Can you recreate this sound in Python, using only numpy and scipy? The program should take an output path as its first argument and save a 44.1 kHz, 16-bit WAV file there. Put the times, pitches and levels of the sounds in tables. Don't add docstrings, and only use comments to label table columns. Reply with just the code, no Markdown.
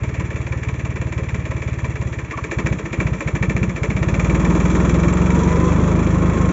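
import sys
import numpy as np
from scipy import signal
from scipy.io import wavfile

SR = 44100
rng = np.random.default_rng(int(sys.argv[2]) if len(sys.argv) > 2 else 0)


def persist_wave(psi):
    counts = np.round(np.clip(psi, -1, 1) * 32767).astype(np.int16)
    wavfile.write(sys.argv[1], SR, np.atleast_2d(counts).T)


def makeup_ratio(level_db):
    decades = np.asarray(level_db, float) / 20
    return 10 ** decades


N = 287532
TIME = np.arange(N) / SR

# pitch in Hz, width in Hz, level in dB.
BLOCK = [(327, 44, 3), (427, 33, 0), (536, 39, 0), (635.6, 50, -4.5), (980, 306, -9), (1284, 130, -12),
         (1780, 325, -5), (2294, 258, -5), (2625, 88, -10), (3090, 120, -29), (3357, 237, -20.5),
         (3930, 400, -28.5), (5700, 240, -25.5), (6015, 170, -21.5), (6660, 730, -23), (7190, 640, -22),
         (7580, 205, -8)]
# puff in dB, knock in dB, gas roar in dB, low clatter in dB, high clatter in dB.
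WORK = [(-14.5, -34.5, -35.5, -42.5, -46), (-8.5, -29.5, -30.5, -44.5, -43), (-6, -31, -21, -39.5, -35),
        (-6.5, -32, -20.5, -38.5, -36.5), (-7, -32, -22.5, -38.5, -39)]


def firings():
    # how early in seconds, puff in dB, knock in dB.
    idle_cylinders = [(0, 1.6, 2.0), (.0003, .8, -5.0), (.0012, -2.4, 1.2)]
    # how early in seconds, puff in dB, knock in dB.
    pull_cylinders = [(-.0007, .8, .3), (-.0003, -.5, -.9), (0, -.3, .5)]
    # time in seconds, firings per second.
    speed = [(0, 18.558), (1.22, 18.153), (1.34, 18.164), (1.94, 17.724), (2.2, 17.161), (2.59, 12.664),
             (2.74, 16.878), (2.9, 12.713), (3.07, 15.685), (3.3, 12.834), (3.65, 15.755), (3.8, 13.786),
             (4.3, 20.275), (4.48, 19.3), (5.38, 23.219), (6.02, 26.879), (6.05, 26.136), (6.52, 25.75)]
    # time in seconds, puff loss in dB.
    starved = [(2.179, 3.5), (2.237, 4.5), (2.298, 5), (2.362, 6.5), (2.431, 4), (2.499, 8.5), (2.578, 1.5),
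               (2.777, 10.5), (2.845, 8), (2.915, 10), (3.125, 0.5), (3.188, 13.5), (3.267, 2.5),
               (3.686, 2.5), (3.752, 7), (3.822, 0.5)]
    # time in seconds, knock gain in dB.
    hard_knocks = [
        (2.298, 6),
        (2.431, 7.5),
        (2.499, 4.5),
        (2.65, 5),
        (2.992, 3.5),
        (3.417, 3.5),
        (3.822, 2),
    ]
    first_turn = .513
    knock_follows = .39

    turns = np.cumsum(np.interp(TIME, *np.transpose(speed))) / SR - first_turn
    step = np.arange(int(turns[-1]) + 1)
    at = np.interp(step, turns, TIME)

    idle, pull = at_effort([(1, 0), (0, 0), (0, 1), (0, 1)], at)
    idle_habit = np.array(idle_cylinders)[step % 3].T
    pull_habit = np.array(pull_cylinders)[step % 3].T
    early, puff_habit, knock_habit = idle * idle_habit + pull * pull_habit

    puff_db, knock_db = at_effort(WORK, at)[:2]
    lost = on_nearest(starved, at)
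    chance = rng.standard_normal((len(at), 2)) * [.5, .8]
    puff_db = puff_db + puff_habit - lost + chance[:, 0]
    knock_db = knock_db + knock_habit - knock_follows * np.roll(lost, -1)
    knock_db = knock_db + on_nearest(hard_knocks, at) + chance[:, 1]
    return at - early, puff_db, knock_db, lost


def exhaust(at, puff_db):
    # pitch in Hz, rise in Hz per second, length in seconds, ring share, ring decay in seconds.
    puff_shapes = [(106, 2700, .0048, .87, .021), (114, 3850, .0028, .55, .032),
                   (137, 4400, .0038, .71, .02), (153, 1600, .0028, .87, .0105)]
    # pitch in Hz, share, decay in seconds.
    breath = [(75, .78, .0147), (59, .27, .025), (60.5, .51, .0135), (69, .33, .0135)]
    # share, lead in seconds, length in seconds.
    suction = [(.46, .0109, .0011), (.29, .0056, .0027), (.84, .008, .0013), (1, .0067, .0016)]
    # pitch in Hz, level in dB, time to fall 60 dB in seconds.
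    pipe = [(269, -38.5, .1), (324, -28.5, 0.033), (412, -27, 0.071), (528.5, -30, 0.22),
            (626.5, -30, 0.18)]
    # pitch in Hz, level in dB, time to fall 60 dB in seconds.
    tailpipe = [(150, -22, .18), (183, -15, .24), (205, -19, .18)]
    slosh_levels = [-6.5, 1.7, -2.3, -2, -6]
    first_levels = [7, 0, 0.5, -1, 0]
    echo_s, echo_db = .017, -17

    puffs = np.zeros(N + 8000)
    t = np.arange(-1000, 5000) / SR
    after = np.maximum(t, 0)
    for s, db in zip(at, puff_db):
        hz, rise, length, share, ring_s = at_effort(puff_shapes, s)
        boom_hz, boom, boom_s = at_effort(breath, s)
        dip, lead, dip_s = at_effort(suction, s)
        front = np.exp(-.5 * (t / length) ** 2)
        tail = np.where(t > 0, 1, front)
        turns = hz * t + .5 * rise * after ** 2 / (1 + after / .06)
        envelope = (1 - share) * front + share * tail * np.exp(-after / ring_s)
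        puff = envelope * np.cos(2 * np.pi * turns)
        puff += boom * tail * np.exp(-after / boom_s) * np.cos(2 * np.pi * boom_hz * t)
        puff -= dip * np.exp(-.5 * ((t + lead) / dip_s) ** 2)
        i = round(s * SR)
        puffs[i:i + len(t)] += makeup_ratio(db + 1.9) / (1 + boom) * puff
    puffs = puffs[1000:N + 1000]
    echo = makeup_ratio(echo_db) * np.interp(TIME - echo_s, TIME, puffs, left=0)

    hard_db = puff_db + .25 * (np.minimum(puff_db, -8.5) + 19.5)
    pipe_ring = strike(at + .00298, hard_db, pipe, spread_db=2.0)

    slosh_db, first_db = at_effort(np.c_[slosh_levels, first_levels], at)
    cylinder_one = np.arange(len(at)) % 3 == 0
    late = at + .011 + .001 * rng.standard_normal(len(at))
    slosh = strike(late, puff_db + slosh_db + first_db * cylinder_one, tailpipe, spread_db=3.5)
    return puffs + echo + pipe_ring + slosh


def knock(at, puff_db, knock_db, per_s):
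    # firings per second, delay after the puff in seconds, change in dB.
    knock_delay = [(14.165, .0085, -0.5), (17.25, .0065, -2.5), (20.29, 0.0057, -2), (26.05, 0.0013, -9)]
    # pitch in Hz, width in Hz, level in dB.
    cover_tones = [(431, 37, 0), (548, 80, -3.5), (1042, 110, -3), (1380, 95, -11.5)]
    # pitch in Hz, level in dB, time to fall 60 dB in seconds.
    panel_tones = [(1117, -9, 0.047), (1780, -10, 0.14), (1830, -13, 0.046), (2336, -1.5, 0.13),
                   (2399, -2.5, 0.064), (2560, -14, 0.032), (3280, -9.5, 0.0072), (6000, -19.5, 0.033)]

    lazy = .0006 * np.maximum(-16.5 - puff_db, 0)
    rate, delay, share_db = np.transpose(knock_delay)
    at = at + np.interp(per_s, rate, delay) + lazy
    knock_db = knock_db + np.interp(per_s, rate, share_db)

    sharp_head = burst(at, knock_db, .07)
    long_tail = burst(at, knock_db - 2.0, .162)
    grain = makeup_ratio(2.2 * drift(300))
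    block = body(grain * (sharp_head + long_tail), BLOCK)
    cover = body(burst(at[::3] + .003, knock_db[::3] + 5.0, .085), cover_tones)
    panels = strike(at + .001, knock_db + .5, panel_tones, spread_db=2.5)
    return 10.72 * (block + cover) + panels


def roar(at, roar_db):
    # pitch in Hz, width in Hz, level in dB.
    silencer = [(149, 63, -3.5), (223.4, 49, -1), (308, 82, 0), (444, 79, -7), (531, 78, -10),
                (975, 268, -13.5), (1224, 274, -15.5)]
    push = rms_one(2.3 + burst(at + .004, np.zeros(len(at)), .15))
    return makeup_ratio(roar_db) * rms_one(body(push * makeup_ratio(.8 * drift(28)), silencer))


def clatter(at, low_db, high_db):
    swell = rms_one(.55 + burst(at + .0022, np.zeros(len(at)), .17))
    low = rms_one(body(makeup_ratio(2.0 * drift(100) + 1.0 * drift(6.5)), BLOCK[4:9]))
    high = rms_one(body(swell * makeup_ratio(2.0 * drift(200) + 1.0 * drift(9.7)), BLOCK[9:]))
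    return makeup_ratio(low_db) * low + makeup_ratio(high_db) * high


def whine(at):
    # teeth per firing, level in dB.
    teeth = [(41.3, 0), (19.9, -1), (82.6, -17)]
    # time in seconds, level in dB, half length in seconds.
    swells = [
        (5.54, -27, .18),
        (6.4, -30.5, .16),
    ]
    flutter_hz = 13.0
    turns = np.interp(TIME, at, np.arange(len(at)))
    throb = 1 + .35 * np.cos(2 * np.pi * turns) + .25 * drift(flutter_hz)
    tones = np.zeros(N)
    for order, db in teeth:
        tones += makeup_ratio(db) * np.sin(2 * np.pi * order * turns + .9 * drift(flutter_hz))
    loudness = sum(makeup_ratio(db) * np.exp(-.5 * ((TIME - s) / length) ** 2) for s, db, length in swells)
    return loudness * throb * tones


def clinks():
    # time in seconds, peak in dB, pitch in Hz, length in seconds.
    rubs = [
        (2.342, -26, 1140, .009),
        (2.389, -22, 1130, .005),
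        (2.455, -34, 1080, .005),
        (2.495, -34, 1100, .004),
        (5.135, -20, 7480, .004),
    ]
    rough = 1.1 * drift(90)
    out = np.zeros(N)
    for s, db, hz, length in rubs:
        swell = np.exp(-.5 * ((TIME - s) / length) ** 2)
        out += makeup_ratio(db) * swell * np.sin(2 * np.pi * hz * TIME + rough)
    return out


def at_effort(rows, s):
    # time in seconds, effort.
    effort_steps = [
        (2.4, 0),
        (2.6, 1),
        (3.9, 1),
        (4.2, 1.62),
        (4.45, 2),
        (5.0, 2.5),
        (5.5, 2.5),
        (5.75, 3),
        (6.05, 4),
    ]
    effort = np.interp(s, *np.transpose(effort_steps))
    return [np.interp(effort, np.arange(len(rows)), column) for column in np.transpose(rows)]


def on_nearest(rows, at):
    out = np.zeros(len(at))
    for s, db in rows:
        out[np.argmin(abs(at - s))] = db
    return out


def burst(at, level_db, t60):
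    strikes = np.zeros(N + SR)
    strikes[np.round(at * SR).astype(int)] = makeup_ratio(level_db)
    rise = np.exp(-1 / (.0009 * SR))
    fall = makeup_ratio(-60 / (t60 * SR))
    return signal.lfilter([1 - rise], np.convolve([1, -rise], [1, -fall]), strikes + 1e-18)[:N]


def strike(at, level_db, modes, spread_db):
    out = np.zeros(N)
    index = np.minimum(np.round(at * SR).astype(int), N - 1)
    for hz, db, t60 in modes:
        clicks = np.zeros(N)
        clicks[index] = makeup_ratio(level_db + db + spread_db * rng.standard_normal(len(at)))
        out += ring(clicks, hz, t60)
    return out


def ring(clicks, hz, t60):
    r = makeup_ratio(-60 / (t60 * SR))
    w = 2 * np.pi * hz / SR
    return signal.lfilter([0, np.sin(w)], [1, -2 * r * np.cos(w), r * r], clicks + 1e-18)


def body(shake, modes):
    white = rng.standard_normal((2, N)) * shake
    out = np.zeros(N)
    for k, (hz, width, db) in enumerate(modes):
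        wide = 1.46 * width
        once = resonance(white[k % 2], hz, wide)
        out += makeup_ratio(db) * resonance(once, hz, wide)
    return out


def resonance(x, hz, width_hz):
    r = np.exp(-np.pi * width_hz / SR)
    feedback = [1, -2 * r * np.cos(2 * np.pi * hz / SR), r * r]
    return signal.lfilter((1 - r * r) / 2 * np.array([1, 0, -1]), feedback, x)


def drift(hz):
    r = np.exp(-2 * np.pi * hz / SR)
    smooth = signal.lfilter([1], [1, -2 * r, r * r], rng.standard_normal(N + SR))
    return rms_one(smooth[SR:])


def rms_one(x):
    return x / np.sqrt(np.mean(x ** 2) + 1e-20)


def scene():
    at, puff_db, knock_db, lost = firings()
    per_s = 1 / np.gradient(at)
    roar_db, low_db, high_db = at_effort(WORK, TIME)[2:]
    roar_db = roar_db - .3 * np.interp(TIME, at, lost)
    onward = np.append(at, 2 * at[-1] - at[-2])
    engine = exhaust(at, puff_db) + knock(at, puff_db, knock_db, per_s) + whine(onward)
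    mix = engine + clatter(at, low_db, high_db) + roar(at, roar_db) + clinks()
    return mix[None]


def roll_off(x):
    return signal.sosfilt(signal.butter(12, 8470, fs=SR, output="sos"), x)


def record(dry):
    rumble_cut_hz, treble_cut_hz = 42, 7700
    no_rumble = signal.butter(3, rumble_cut_hz, "high", fs=SR, output="sos")
    no_top = signal.cheby2(20, 62, treble_cut_hz * 1.01, fs=SR, output="sos")
    x = signal.sosfiltfilt(no_rumble, dry)
    rounded = .9 * np.tanh(x / .9)
    return roll_off(signal.sosfilt(no_top, rounded))


dry = scene()
out = record(dry)
persist_wave(out)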